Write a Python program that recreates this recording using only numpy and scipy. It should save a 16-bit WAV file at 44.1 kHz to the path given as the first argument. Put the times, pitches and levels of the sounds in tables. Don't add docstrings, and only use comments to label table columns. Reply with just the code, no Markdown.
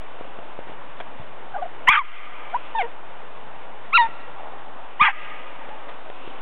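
import sys
import numpy as np
from scipy import signal
from scipy.fft import rfft, irfft
from scipy.io import wavfile
from scipy.ndimage import uniform_filter1d, map_coordinates

SR = 44100
rng = np.random.default_rng(int(sys.argv[2]) if len(sys.argv) > 2 else 0)


def transcribe(u):
    v = np.clip(np.atleast_2d(u).T, -1, 1)
    q = np.round(v * 32767).astype(np.int16)
    wavfile.write(sys.argv[1], SR, q)


def rack_gain(trim_db):
    fader = np.asarray(trim_db, float)
    return 10 ** (fader / 20)


N = 282725
T = np.arange(N) / SR

# time_s, level_db
HISS_LEVEL = [(0, -42.5), (.6, -42.5), (1.6, -42), (2.1, -40.5), (2.9, -43), (4.2, -42), (4.9, -44),
              (5.6, -41.5), (6.2, -42.5), (6.41, -40)]
# frequency_hz, density_db (per Hz)
HISS_SPECTRUM = [(38, -5), (90, -2.5), (333, -8.5), (544, -4), (888, -3.5), (1280, -9), (3700, -21),
                 (4400, -43)]
HUM_DB, RUSTLE_DB, TRAFFIC_DB = -57, -62, -6.5
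# centre_s, rise_db, half_width_s
TRAFFIC_SWELLS = [(1.1, 5, .7), (3.5, 3.3, 0.89), (4.6, 3, 0.54), (6.41, 1.5, 0.14)]
HUM_SWELLS = [(.25, 8, 0.43), (1.0, 5, .2), (1.9, 5.5, .2), (2.5, 6, 0.37), (3.3, 5.5, 1), (4.7, 10, 0.53),
              (6.15, 8, 0.33)]
RUSTLE_SWELLS = [(.2, 8.5, 0.21), (2.15, 22.5, 0.18), (2.7, 10, 0.27), (4.3, -13, 0.42), (5.25, 13.5, 0.43),
                 (6.28, 13, 0.15)]

# start_s, peak_db, thud_hz, crunch_db, crunch_length_s
PAW_STEPS = [(0.21, -32.5, 500, -46, 0.01), (0.252, -39, 500, -60, .008), (0.308, -45, 500, -50, .006),
             (0.388, -30.5, 700, -42, 0.0032), (0.59, -28.5, 590, -44, 0.0043),
             (.672, -41, 450, -44, 0.017), (0.697, -38, 436, -44, 0.015), (.718, -38, 600, -47, .01),
             (1.002, -38, 900, -31.5, 0.0023), (1.006, -34, 700, -33, 0.005), (1.197, -41, 131, -58, .01),
             (1.212, -53, 120, -63, .01), (4.088, -38.5, 600, -44, 0.0039), (5.688, -39, 500, -42, 0.0075),
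             (5.879, -47, 900, -40.5, 0.022), (6.1, -35.5, 600, -33.5, 0.0019),
             (6.276, -36, 415, -42, 0.0046)]
# time_s, level_db
GROWL_LEVEL = [(4.33, -63), (4.38, -41), (4.48, -41), (4.55, -46.5), (4.65, -49), (4.72, -46)]
# delay_s, level_db, smear_s
WALL_ECHOES = [(0.157, -46, 0.002), (0.19, -40, 0.01), (.25, -39.5, 0.0035), (0.284, -58, 0.041),
               (.44, -48.5, 0.0055)]
# delay_s, level_db
DIFFUSE_RETURN = [(.02, -36.5), (.1, -31), (.2, -42.5), (.3, -40), (.4, -44.5), (.6, -48.5), (.9, -58.5)]

# time_s, pitch_hz, level_db, mouth_opening_db (second over first partial), rasp_db (over clean voice)
WHIMPER_FIRST = [(1.541, 815, -33.5, -12, -30), (1.548, 774, -30, -4, -34), (1.56, 675, -29, -11.5, -28.5),
                 (1.567, 814, -22.5, -21, -31.5), (1.573, 830, -32.5, -16, -24.5)]
WHIMPER_SECOND = [(1.578, 638, -36, -13, -14), (1.589, 593, -31.5, -5, -25.5), (1.604, 554, -41.5, 1, -19),
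                  (1.615, 576, -37.5, -0.5, -20.5), (1.622, 700, -28, -29, -22),
                  (1.627, 762, -22.5, -15.5, -32), (1.642, 676, -31.5, -23, -26.5),
                  (1.65, 620, -39.5, -13, -20), (1.662, 720, -29, -22, -30)]
BARK_LOUDEST = [(1.875, 880.4, -18.5, 25.5, 3), (1.882, 972, -11, -2.5, -32.5),
                (1.886, 1027, -4, 5.5, -18.5), (1.891, 1048, 3, -3, -31.5), (1.895, 1116, -14, 11, -13.5),
                (1.915, 1241, -15.5, -5.5, -8.5), (1.93, 1191, -16, 21, 3), (1.945, 1136, -22, -13.5, 8),
                (1.967, 1149, -19, 0, 3.5)]
BARK_SIGH = [(1.973, 1188, -18.5, -12, -9.5), (1.979, 1207, -13.5, -18.5, -20),
             (1.987, 1256, -23.5, -20.5, 1), (1.993, 1135, -18, -6.5, -24), (2.002, 1103, -27, -11, -25),
             (2.019, 982, -30, -12.5, -30)]
YIP_RISING = [(2.522, 657, -50, -10.5, -9), (2.534, 666, -36, -10.5, -21.5), (2.544, 749, -23, -6, -30.5),
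              (2.548, 936, -19.5, -26, -41), (2.567, 1022, -22.5, -24, -28.5),
              (2.57, 1090, -36.5, -27, -28)]
YIP_FALLING = [(2.752, 924, -21, -17.5, -33), (2.772, 886, -26.5, -7.5, -35.5),
               (2.785, 914, -21.5, -17, -35), (2.794, 821, -19.5, -12, -38),
               (2.813, 723, -23.5, -14.5, -17.5), (2.822, 689, -24, -28, -7)]
YIP_LOW_END = [(2.83, 481, -29.5, -4, -25), (2.849, 461, -30, -4.5, -16), (2.863, 480, -34.5, -2.5, -18)]
BARK_CLEAR = [(3.93, 1052, -23, 0, -28), (3.94, 1316, -16.5, 0, -25), (3.956, 1398, -10, -7, -33),
              (3.968, 1371, -12, 0.5, -25.5), (3.975, 1217, -11.5, 8, -30), (3.982, 959, -15, -3.5, -23.5),
              (4.001, 960, -12.5, -6.5, -32), (4.021, 917.5, -16, -11.5, -25),
              (4.069, 904, -27, -14, -16.5)]
BARK_ROUGH = [(4.998, 946, -25.5, -4, -30.5), (5.009, 1114, -13.5, -13, -29),
              (5.015, 1204, -7, -5.5, -20.5), (5.02, 1210, -12, -7, -12.5), (5.045, 1286, -15.5, -6, 1.5),
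              (5.052, 1199, -16, -9, 13), (5.075, 1190, -17, 2, -6), (5.087, 800, -18.5, -3, -5),
              (5.115, 789, -34.5, -1, 11)]
FAR_WHINE = [(5.71, 856, -41, -23, -22), (5.746, 872, -41, -23, -19), (5.76, 850, -45, -20, -24)]
VOICES = [WHIMPER_FIRST, WHIMPER_SECOND, BARK_LOUDEST, BARK_SIGH, YIP_RISING, YIP_FALLING, YIP_LOW_END,
          BARK_CLEAR, BARK_ROUGH, FAR_WHINE]
# third_under_voice_db, third_change_db_per_s, loudest_fourth_db
BRIGHTNESS = [
    (-31.5, 14, -55.5),
    (-27.5, 10, -58),
    (-3.5, -400, -46.5),
    (-19.5, -49.5, -56),
    (-24.5, 10, -64),
    (-34.5, 598, -39),
    (-17, 10, -43),
    (-11, -79.5, -26),
    (-5.5, -550, -42),
    (-15, 10, -74),
]
# start_s, start_hz, end_hz, length_s, level_db
PITCH_SLIPS = [(1.924, 3520, 3320, 0.015, -27.5), (1.931, 1767, 1100, 0.019, -17),
               (1.939, 2480, 1960, 0.013, -20.5), (1.948, 1942, 1137, 0.018, -18.5),
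               (1.949, 3330, 2685, 0.014, -27), (1.956, 2250, 2160, .01, -23.5),
               (5.023, 2343, 2170, .012, -16.5), (5.044, 1445, 1655, .016, -21.5),
               (5.048, 2600, 1750, 0.0096, -20), (5.058, 1890, 1964, 0.021, -22),
               (5.084, 1048, 745, 0.014, -26.5)]
# centre_hz, width_hz, level_db
THROAT = [(850, 130, -10.5), (1540, 1100, -1), (2350, 1250, 0), (3380, 140, -5)]
FLUTTER_SHARES = [5.5, -2, -3.5]
ATTACK_S, RELEASE_S, EDGE_DB = .008, .013, 31.5
THIRD_FOLLOWS, WIDE_OPEN_DB = .39, 18.5
THIRD_EFFORT = .54
LIFT_HZ, LIFT_WIDTH_HZ, LIFT_DB = 4230, 300, 11
UPPER_WAVER_DB = 3.5

# start_s, depth_db, recovery_s
GAIN_DUCKS = [
    (1.892, -14.5, 0.64),
    (5.018, -10, 0.24),
]
DUCK_ATTACK_S = .003
# start_s, peak_db, frequency_hz
GAIN_JOLTS = [(1.889, -24.5, 149), (5.016, -26, 180), (5.048, -39, 308)]
# start_s, rise_s, end_s, step_amplitude
OFFSET_STEPS = [(1.885, .012, 2.028, .0185), (1.885, .012, 1.946, .007), (4.82, .06, 5.104, .0095)]
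OFFSET_REST, OFFSET_FALL_S = -.0535, .013
CONVERTER_HZ, FULL_SCALE = 8000, .72


def curve(rows, t):
    s, *columns = np.transpose(rows)
    return [np.interp(t, s, c) for c in columns]


def swells(rows):
    return sum(db * np.exp(-((T - s) / width) ** 2) for s, db, width in rows)


def rms_one(x):
    return x / np.sqrt(np.mean(x ** 2) + 1e-20)


def drift(rate_hz, size):
    r = np.exp(-2 * np.pi * rate_hz / SR)
    noise = rng.standard_normal(size + 20000)
    return rms_one(signal.lfilter([1], [1, -2 * r, r * r], noise)[20000:])


def resonance(x, hz, width_hz):
    r = np.exp(-np.pi * width_hz / SR)
    zeros = np.array([1, 0, -1]) * (1 - r * r) / 2
    return signal.lfilter(zeros, [1, -2 * r * np.cos(2 * np.pi * hz / SR), r * r], x)


def band(x, low_hz, high_hz, order=2):
    return signal.sosfilt(signal.butter(order, [low_hz, high_hz], "band", fs=SR, output="sos"), x)


def add(out, s, piece):
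    i = round(s * SR)
    out[i:i + len(piece)] += piece[:N - i]


def town_hiss(white):
    traffic_db = TRAFFIC_DB + swells(TRAFFIC_SWELLS)
    table_hz, table_db = np.transpose(HISS_SPECTRUM)
    edges = 30 * 2 ** np.arange(0, 7.4, 1 / 3)
    hiss = 0
    for k, (low, high) in enumerate(zip(edges, edges[1:])):
        level_db = np.interp(np.log(low * high) / 2, np.log(table_hz), table_db)
        level_db = level_db + drift(8.3, N) + (high < 300) * traffic_db
        hiss = hiss + rack_gain(level_db) * band(white[k % 2], low, high)
    bass_cut = signal.cheby2(8, 40, 84, "high", fs=SR, output="sos")
    return signal.sosfilt(bass_cut, hiss) + rack_gain(-9.5) * hiss


def yard():
    white = rng.standard_normal((4, N))
    hiss = town_hiss(white)
    hum = resonance(resonance(white[2], 900, 500), 900, 500) * rack_gain(1.8 * drift(12, N))
    rustle = resonance(white[3], 2680, 420) * rack_gain(2 * drift(40, N))
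    out = rack_gain(curve(HISS_LEVEL, T)[0]) * rms_one(hiss)
    out += rack_gain(HUM_DB + swells(HUM_SWELLS)) * rms_one(hum)
    return out + rack_gain(RUSTLE_DB + swells(RUSTLE_SWELLS)) * rms_one(rustle)


def paws():
    out, t = np.zeros(N), np.arange(2000) / SR
    for s, peak_db, hz, crunch_db, length in PAW_STEPS:
        push = 4.26 * rack_gain(peak_db) * np.sin(2 * np.pi * hz * t) * np.exp(-1.3 * hz * t)
        push = band(push, .19 * hz, 1300, order=1)
        grains = rms_one(band(rng.standard_normal(len(t)), 400, 2300))
        crunch = grains * t / length * np.exp(1 - 2 * t / length) * 2
        add(out, s, push + rack_gain(crunch_db) * crunch)
    return out


def growl():
    cycles = np.cumsum(80 * (1 + .048 * drift(15, N))) / SR
    pulses = np.diff(np.floor(cycles), prepend=0) * rack_gain(2.9 * drift(33, N))
    throat = resonance(pulses, 860, 180) - .6 * resonance(pulses, 560, 200)
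    inside = (T > GROWL_LEVEL[0][0]) & (T < GROWL_LEVEL[-1][0])
    return inside * rack_gain(curve(GROWL_LEVEL, T)[0]) * rms_one(throat)


def walls(x):
    t = np.arange(SR) / SR
    diffuse = rng.standard_normal(SR) / np.sqrt(.1 * SR)
    answer = (t > DIFFUSE_RETURN[0][0]) * rack_gain(curve(DIFFUSE_RETURN, t)[0]) * diffuse
    for delay, db, smear in WALL_ECHOES:
        burst = rng.standard_normal(round(smear * SR))
        add(answer, delay, rack_gain(db) * burst / np.sqrt(len(burst)))
    answer = band(answer, 800, 3800, order=1)
    answer = answer + rack_gain(3) * resonance(answer, 1300, 130)
    answer += rack_gain(4) * resonance(answer, 3000, 480) + rack_gain(-.5) * resonance(answer, 2000, 340)
    return signal.fftconvolve(x, answer)[:N]


def partials(cycles, levels_db):
    return sum(np.sqrt(2) * rack_gain(db) * np.cos(2 * np.pi * (k + 1) * cycles + 1.41 * k)
               for k, db in enumerate(levels_db))


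def rough_breath(cycles, flutter, hz):
    size = len(cycles)
    sidebands = flutter * sum(rack_gain(db) * np.cos(2 * np.pi * (k + 1) * cycles)
                              for k, db in enumerate(FLUTTER_SHARES))
    closing = np.diff(np.floor(cycles), prepend=0)
    pattern = np.cos(2 * np.pi * np.floor(cycles) / 3 + .9 * drift(40, size))
    pulses = closing * (pattern + rng.uniform(-.7, .7, size)) + .08 * rng.standard_normal(size)
    source = rms_one(sidebands) + .7 * rms_one(band(pulses, 600, 4000))
    rasp = sum((-1) ** k * rack_gain(db) * resonance(source, centre, width)
               for k, (centre, width, db) in enumerate(THROAT))
    rasp = band(rasp, 800, 3750, order=5)
    power = uniform_filter1d(rasp ** 2, size=260)
    return rms_one(rasp / np.sqrt(power + .15 * np.mean(rasp ** 2)))


def call(rows, under_db, change_db, fourth_db):
    start, end = rows[0][0], rows[-1][0]
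    t = np.arange(start - ATTACK_S, end + RELEASE_S, 1 / SR)
    hz, level_db, open_db, hoarse_db = curve(rows, t)
    edge = np.maximum(0, np.maximum((start - t) / ATTACK_S, (t - end) / RELEASE_S))
    level_db = level_db - EDGE_DB * edge
    voice_db = level_db - 10 * np.log10(1 + rack_gain(2 * hoarse_db))
    rasp_db = voice_db + hoarse_db
    first_db = voice_db - 10 * np.log10(1 + rack_gain(2 * open_db))
    second_db = first_db + open_db
    third_db = voice_db + under_db + change_db * (t - start)
    third_db += THIRD_FOLLOWS * np.minimum(open_db, WIDE_OPEN_DB)
    third_db += THIRD_EFFORT * (voice_db - voice_db.max())
    third_db += LIFT_DB * np.exp(-((3 * hz - LIFT_HZ) / LIFT_WIDTH_HZ) ** 2)
    fourth_db = np.minimum(fourth_db + 1.1 * (first_db - first_db.max()), third_db + 9.5)
    fifth_db = fourth_db - 7 - np.maximum(5 * hz - 4300, 0) / 30
    upper_db = [db + UPPER_WAVER_DB * drift(60, len(t)) for db in (third_db, fourth_db, fifth_db)]

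    cycles = np.cumsum(hz * (1 + .0034 * drift(150, len(t)))) / SR
    clean = partials(cycles, [first_db, second_db, *upper_db])
    flutter = np.cos(2 * np.pi * cycles / 4 + 2.2 * drift(55, len(t))) * rack_gain(3 * drift(120, len(t)))
    rasp = rough_breath(cycles, flutter, hz)
    throb = np.clip(rack_gain(rasp_db - np.maximum(first_db, second_db)), 0, .45) * flutter
    beads = band(clean * throb, .96 * hz.min(), 4200, order=4)
    return clean + beads + rack_gain(rasp_db) * rasp


def pitch_slip(start_hz, end_hz, length, db):
    hz = np.linspace(start_hz, end_hz, round(length * SR))
    phase = 2 * np.pi * np.cumsum(hz) / SR
    tone = np.sin(phase) + rack_gain(-23.5) * np.sin(2 * phase)
    return np.sqrt(2) * rack_gain(db) * np.hanning(len(hz)) ** .5 * tone


def ducking():
    gain_db = 0
    for s, db, recovery in GAIN_DUCKS:
        attack = np.clip((T - s) / DUCK_ATTACK_S, 0, 1)
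        gain_db = gain_db + db * attack * np.cos(np.pi / 2 * np.clip((T - s) / recovery, 0, 1)) ** 2
    return rack_gain(gain_db)


def puppies():
    out = np.zeros(N)
    for rows, brightness in zip(VOICES, BRIGHTNESS):
        add(out, rows[0][0] - ATTACK_S, call(rows, *brightness))
    for s, *slip in PITCH_SLIPS:
        add(out, s, pitch_slip(*slip))
    return out / ducking()


def scene():
    voices = puppies()
    return (yard() + paws() + growl() + walls(voices) + voices)[None]


def offset():
    out = OFFSET_REST
    for s, rise, end, step in OFFSET_STEPS:
        out = out + step * np.clip(np.minimum((T - s) / rise, (end - T) / OFFSET_FALL_S), 0, 1)
    return out


def slow_converter(x):
    soft = signal.sosfilt(signal.butter(4, 4300, fs=SR, output="sos"), x)
    count = 80 * (N // 441 + 1)
    times = np.arange(count) * SR / CONVERTER_HZ
    coarse = rfft(map_coordinates(soft, [times], order=3, mode="constant"))
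    mirrored = np.concatenate([coarse, coarse[-2:0:-1].conj()])
    hz = np.arange(len(mirrored)) * CONVERTER_HZ / count
    slope_db = np.interp(hz, [3585, 3940, 4340, 4900, 5200], [.5, -10, -23, -64, -120])
    return irfft(mirrored * rack_gain(slope_db), count * 441 // 80)[:N] * SR / CONVERTER_HZ


def top_cut(x):
    return signal.sosfilt(signal.butter(12, 16000, fs=SR, output="sos"), x)


def record(dry):
    ducked = dry[0] * ducking()
    for s, peak_db, hz in GAIN_JOLTS:
        one_cycle = np.sin(2 * np.pi * np.arange(round(SR / hz)) * hz / SR)
        add(ducked, s, rack_gain(peak_db) * one_cycle)
    rounded = ducked / (1 + (ducked / .63) ** 4) ** (1 / 4)
    mix = np.clip(slow_converter(rounded) + offset(), -FULL_SCALE, FULL_SCALE)
    return top_cut(mix[None])


dry = scene()
out = record(dry)
transcribe(out)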